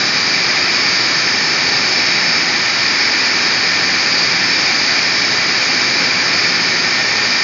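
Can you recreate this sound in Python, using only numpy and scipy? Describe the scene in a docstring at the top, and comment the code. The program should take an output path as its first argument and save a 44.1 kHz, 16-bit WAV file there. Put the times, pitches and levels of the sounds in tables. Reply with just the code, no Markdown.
"""A rotary-bell paint atomizer runs in a sheet-steel spray booth. From the first instant its turbine
sings in high harmonics of the spin rate, a drive motor holds a beating whine, shaping air hisses in
the nozzles' resonances and extraction air rushes through the booth's low modes. Throughout, the
turbine's partials fade and return as reflections off the travelling head interfere with the direct
sound. Near 6 s the whine dips, then rises to its loudest at the end."""
import sys
import numpy as np
from scipy import signal
from scipy.fft import rfft, irfft, next_fast_len
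from scipy.io import wavfile

SR = 44100
rng = np.random.default_rng(int(sys.argv[2]) if len(sys.argv) > 2 else 0)


def unload_wav(signal):
    """Save mono or channel-first audio to the path in sys.argv[1] as 16-bit WAV at rate SR, clipped to [-1, 1]."""
    wavfile.write(
        sys.argv[1],
        SR,
        np.round(np.clip(np.atleast_2d(signal).T, -1, 1) * 32767).astype(np.int16),
    )


N = 327663

# slow swell of the high and the low hiss about their means: (time [s], level [dB])
HIGH_HISS_SWELL = [(0.0, -0.1), (1.0, 0.5), (1.8, -0.1), (1.99, 0.7), (2.39, -0.7), (3.39, 0.2),
                   (3.79, -0.5), (4.19, 0.9), (4.39, -0.3), (4.59, 0.7), (4.99, 0.5), (5.19, -0.6),
                   (6.18, 0.1), (6.38, 0.9), (6.78, -0.7), (7.43, -0.3)]
LOW_HISS_SWELL = [(0.0, -1.0), (0.6, 0.1), (1.0, -0.5), (1.6, -0.5), (2.19, 0.3), (2.79, -0.4), (2.99, 0.7),
                  (3.79, -0.3), (4.59, 0.6), (5.39, -0.2), (5.78, 0.4), (7.43, -0.1)]


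def from_db(db):
    """Amplitude ratio: tenfold for every 20 dB."""
    return 10 ** (np.asarray(db) / 20)


def in_time(rows):
    """Linear interpolation of (time [s], value) rows at every sample."""
    times, values = np.transpose(rows)
    return np.interp(np.arange(N) / SR, times, values)


def drift(rate):
    """Low-pass Gaussian noise of unit deviation, changing about `rate` times a second."""
    hop, settling_steps = 40, 2000
    pole = np.exp(-2 * np.pi * hop * rate / SR)
    white = rng.standard_normal(N // hop + settling_steps + 2)
    slow = signal.lfilter([1], [1, -2 * pole, pole * pole], white)[settling_steps:]
    return np.interp(np.arange(N) / hop, np.arange(len(slow)), slow / slow.std())


def noise(gain_at):
    """Spectral shaping: white noise takes on the amplitude per root hertz `gain_at(frequency)`."""
    size = next_fast_len(N)
    hz = np.maximum(np.fft.rfftfreq(size, 1 / SR), 1)
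    spectrum = rfft(rng.standard_normal(size)) * gain_at(hz)
    return irfft(spectrum, size)[:N] * np.sqrt(SR / 2)


def fading_tone(cycles, echo_share, fades_per_s):
    """Interference: random reflections off moving parts shift the level and phase of a unit-rms sine."""
    echoes = echo_share * (drift(fades_per_s) + 1j * drift(fades_per_s)) / np.sqrt(2)
    direct = np.exp(2j * np.pi * (cycles + rng.random()))
    return np.sqrt(2 / (1 + echo_share ** 2)) * np.real((1 + echoes) * direct)


def turbine(riders_db=0.4, top_db=0.7, top_harmonic=26):
    """Periodic rotation radiates harmonics of one slightly unsteady spin rate; each fades on its own."""
    # speed of the turbine: (time [s], spin rate [turns/s])
    spin = [(0.0, 204.6), (1.2, 204.33), (2.8, 204.35), (3.2, 204.61), (4.0, 204.6), (4.4, 204.42),
            (5.2, 204.38), (5.6, 204.56), (6.4, 204.51), (7.1, 204.92)]
    # two loud partials that ride on the high hiss: (harmonic number, level [dB], swell [dB per dB])
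    rider_partials = [(22, -34, 3), (23, -30.5, 4.5)]
    # highest loud partial, strongest while the head reaches furthest in: (time [s], level [dB])
    top_level = [(0.0, -37.7), (0.4, -29.5), (1.4, -27.7), (1.6, -36.1), (1.8, -25.4), (2.59, -30.4),
                 (3.19, -27.0), (3.59, -35.1), (3.79, -29.7), (3.99, -35.9), (4.59, -30.0), (7.43, -32.0)]
    # fainter partials: (harmonic number, level [dB])
    faint_partials = [(11, -41), (12, -36.5), (14, -48), (16, -46.5), (17, -46.5), (19, -35.5), (20, -43),
                      (21, -40), (25, -38), (28, -45), (29, -43), (30, -48), (31, -43), (33, -50),
                      (35, -57)]
    booth_echoes = dict(echo_share=0.6, fades_per_s=3.0)
    turns = np.cumsum(in_time(spin) + 0.04 * drift(4)) / SR
    hiss_db = in_time(HIGH_HISS_SWELL)
    riders = sum(from_db(riders_db + db + swell * hiss_db) * fading_tone(k * turns, **booth_echoes)
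                 for k, db, swell in rider_partials)
    top = from_db(top_db + in_time(top_level)) * fading_tone(top_harmonic * turns, **booth_echoes)
    faint = sum(from_db(db) * fading_tone(k * turns, echo_share=0.7, fades_per_s=2.5)
                for k, db in faint_partials)
    return riders + top + faint


def motor(main_db=-0.2):
    """Close tones beat at their difference frequencies, chiefly about 15 and 30 Hz."""
    # the whine's two main tones: (frequency [Hz], relative level [dB])
    main_tones = [(1815.5, 0), (1830.3, -4.5)]
    # envelope of that pair: (time [s], level [dB])
    main_level = [(0.0, -31), (1.0, -31), (2.39, -30), (4.19, -30), (4.59, -29.5), (5.19, -29.8),
                  (5.98, -33), (6.78, -28), (7.43, -27)]
    # weaker tones: (frequency [Hz], level [dB])
    side_tones = [(773.8, -44.5), (1756.0, -36.5), (1785.7, -38), (1845.4, -42)]
    t = np.arange(N) / SR
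    main = sum(from_db(db) * fading_tone(hz * t, echo_share=0.25, fades_per_s=2.0)
               for hz, db in main_tones)
    sides = sum(from_db(db) * fading_tone(hz * t, echo_share=0.44, fades_per_s=1.4)
                for hz, db in side_tones)
    return from_db(main_db + in_time(main_level)) * main + sides


def resonances(modes):
    """Broadband turbulence excites steep-sided resonances, whose powers add."""
    scale = 2 * np.sqrt(np.sqrt(2) - 1)  # makes each width a half-power bandwidth

    def gain_at(f):
        peaks = (from_db(db) / (1 + (scale * (f - hz) / width) ** 2) for hz, width, db in modes)
        return np.sqrt(sum(peak ** 2 for peak in peaks))
    return noise(gain_at)


def shaping_air(split_hz=3200, surge=0.99, waver_db=0.22, flutter_db=0.24):
    """Jet turbulence drives the nozzles' resonances; a low and a high band swell, waver and flutter."""
    # nozzle resonances: (frequency [Hz], bandwidth [Hz], spectral density level [dB])
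    nozzle_modes = [(1735, 244, -53), (1990, 68, -49.5), (2274, 120, -53), (2286, 336, -48.5),
                    (2373, 50, -46), (3154, 6.3, -54.5), (3700, 20, -55), (3966, 450, -58.5),
                    (4626, 420, -49.5), (4924, 300, -49.5), (5206, 220, -52.5)]
    low = resonances([mode for mode in nozzle_modes if mode[0] < split_hz])
    high = resonances([mode for mode in nozzle_modes if mode[0] >= split_hz])
    hiss = np.zeros(N)
    for band, swell in ((low, LOW_HISS_SWELL), (high, HIGH_HISS_SWELL)):
        level_db = surge * in_time(swell) + waver_db * drift(3.3) + flutter_db * drift(25)
        hiss += band * from_db(level_db)
    return hiss


def extraction_air(rush_surge=0.4, drone_surge=1.7):
    """Turbulent flow makes a broad rush that follows the jet a little, and drives the booth's modes."""
    # rush of air: (frequency [Hz], spectral density level [dB])
    rush_spectrum = [(30, -115), (45, -84), (65, -67.5), (90, -65.5), (110, -61.5), (290, -54), (480, -60),
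                     (800, -56.5), (1020, -57.5), (1400, -53.5), (3300, -60.5), (5600, -60.5), (6780, -62),
                     (7400, -87)]
    # booth and duct resonances: (frequency [Hz], bandwidth [Hz], spectral density level [dB])
    booth_modes = [(106, 8.9, -58.5), (126.2, 7.1, -54.5), (163, 5.8, -55.5), (175, 7.6, -53.5),
                   (200.3, 7, -55.5), (252.4, 18, -53), (340.4, 12, -53), (376, 12, -54), (409.7, 10, -55),
                   (435.6, 6.5, -57.5), (516.8, 6.7, -53.5), (550, 4.1, -55.5), (614, 8, -59.5),
                   (829, 12, -55)]
    # swell of their hollow drone, before scaling by drone_surge: (time [s], level [dB])
    drone_swell = [(0.0, 0.5), (1.0, 0), (1.8, 1.8), (2.99, -1.8), (3.39, 1.3), (3.79, -0.5), (4.19, 0.8),
                   (4.99, -1.3), (5.19, 0.5), (7.43, 0.6)]
    jet_db = (in_time(LOW_HISS_SWELL) + in_time(HIGH_HISS_SWELL)) / 2
    hz, db = np.transpose(rush_spectrum)
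    rush = noise(lambda f: from_db(np.interp(np.log(f), np.log(hz), db)))
    drone = resonances(booth_modes) * from_db(drone_surge * in_time(drone_swell))
    return rush * from_db(rush_surge * jet_db) + drone


def scene():
    """Superposition: four continuous sources add at the booth's opening."""
    return (turbine() + motor() + shaping_air() + extraction_air())[None]


def record(dry, low_hz=42, high_hz=7400):
    """Band limiting: the deep bass rolls off and the top is cut steeply."""
    high_pass = signal.butter(4, low_hz, "high", fs=SR, output="sos")
    low_pass = signal.ellip(14, 0.1, 90, high_hz, fs=SR, output="sos")
    return signal.sosfilt(low_pass, signal.sosfilt(high_pass, dry))


dry = scene()
out = record(dry)
unload_wav(out)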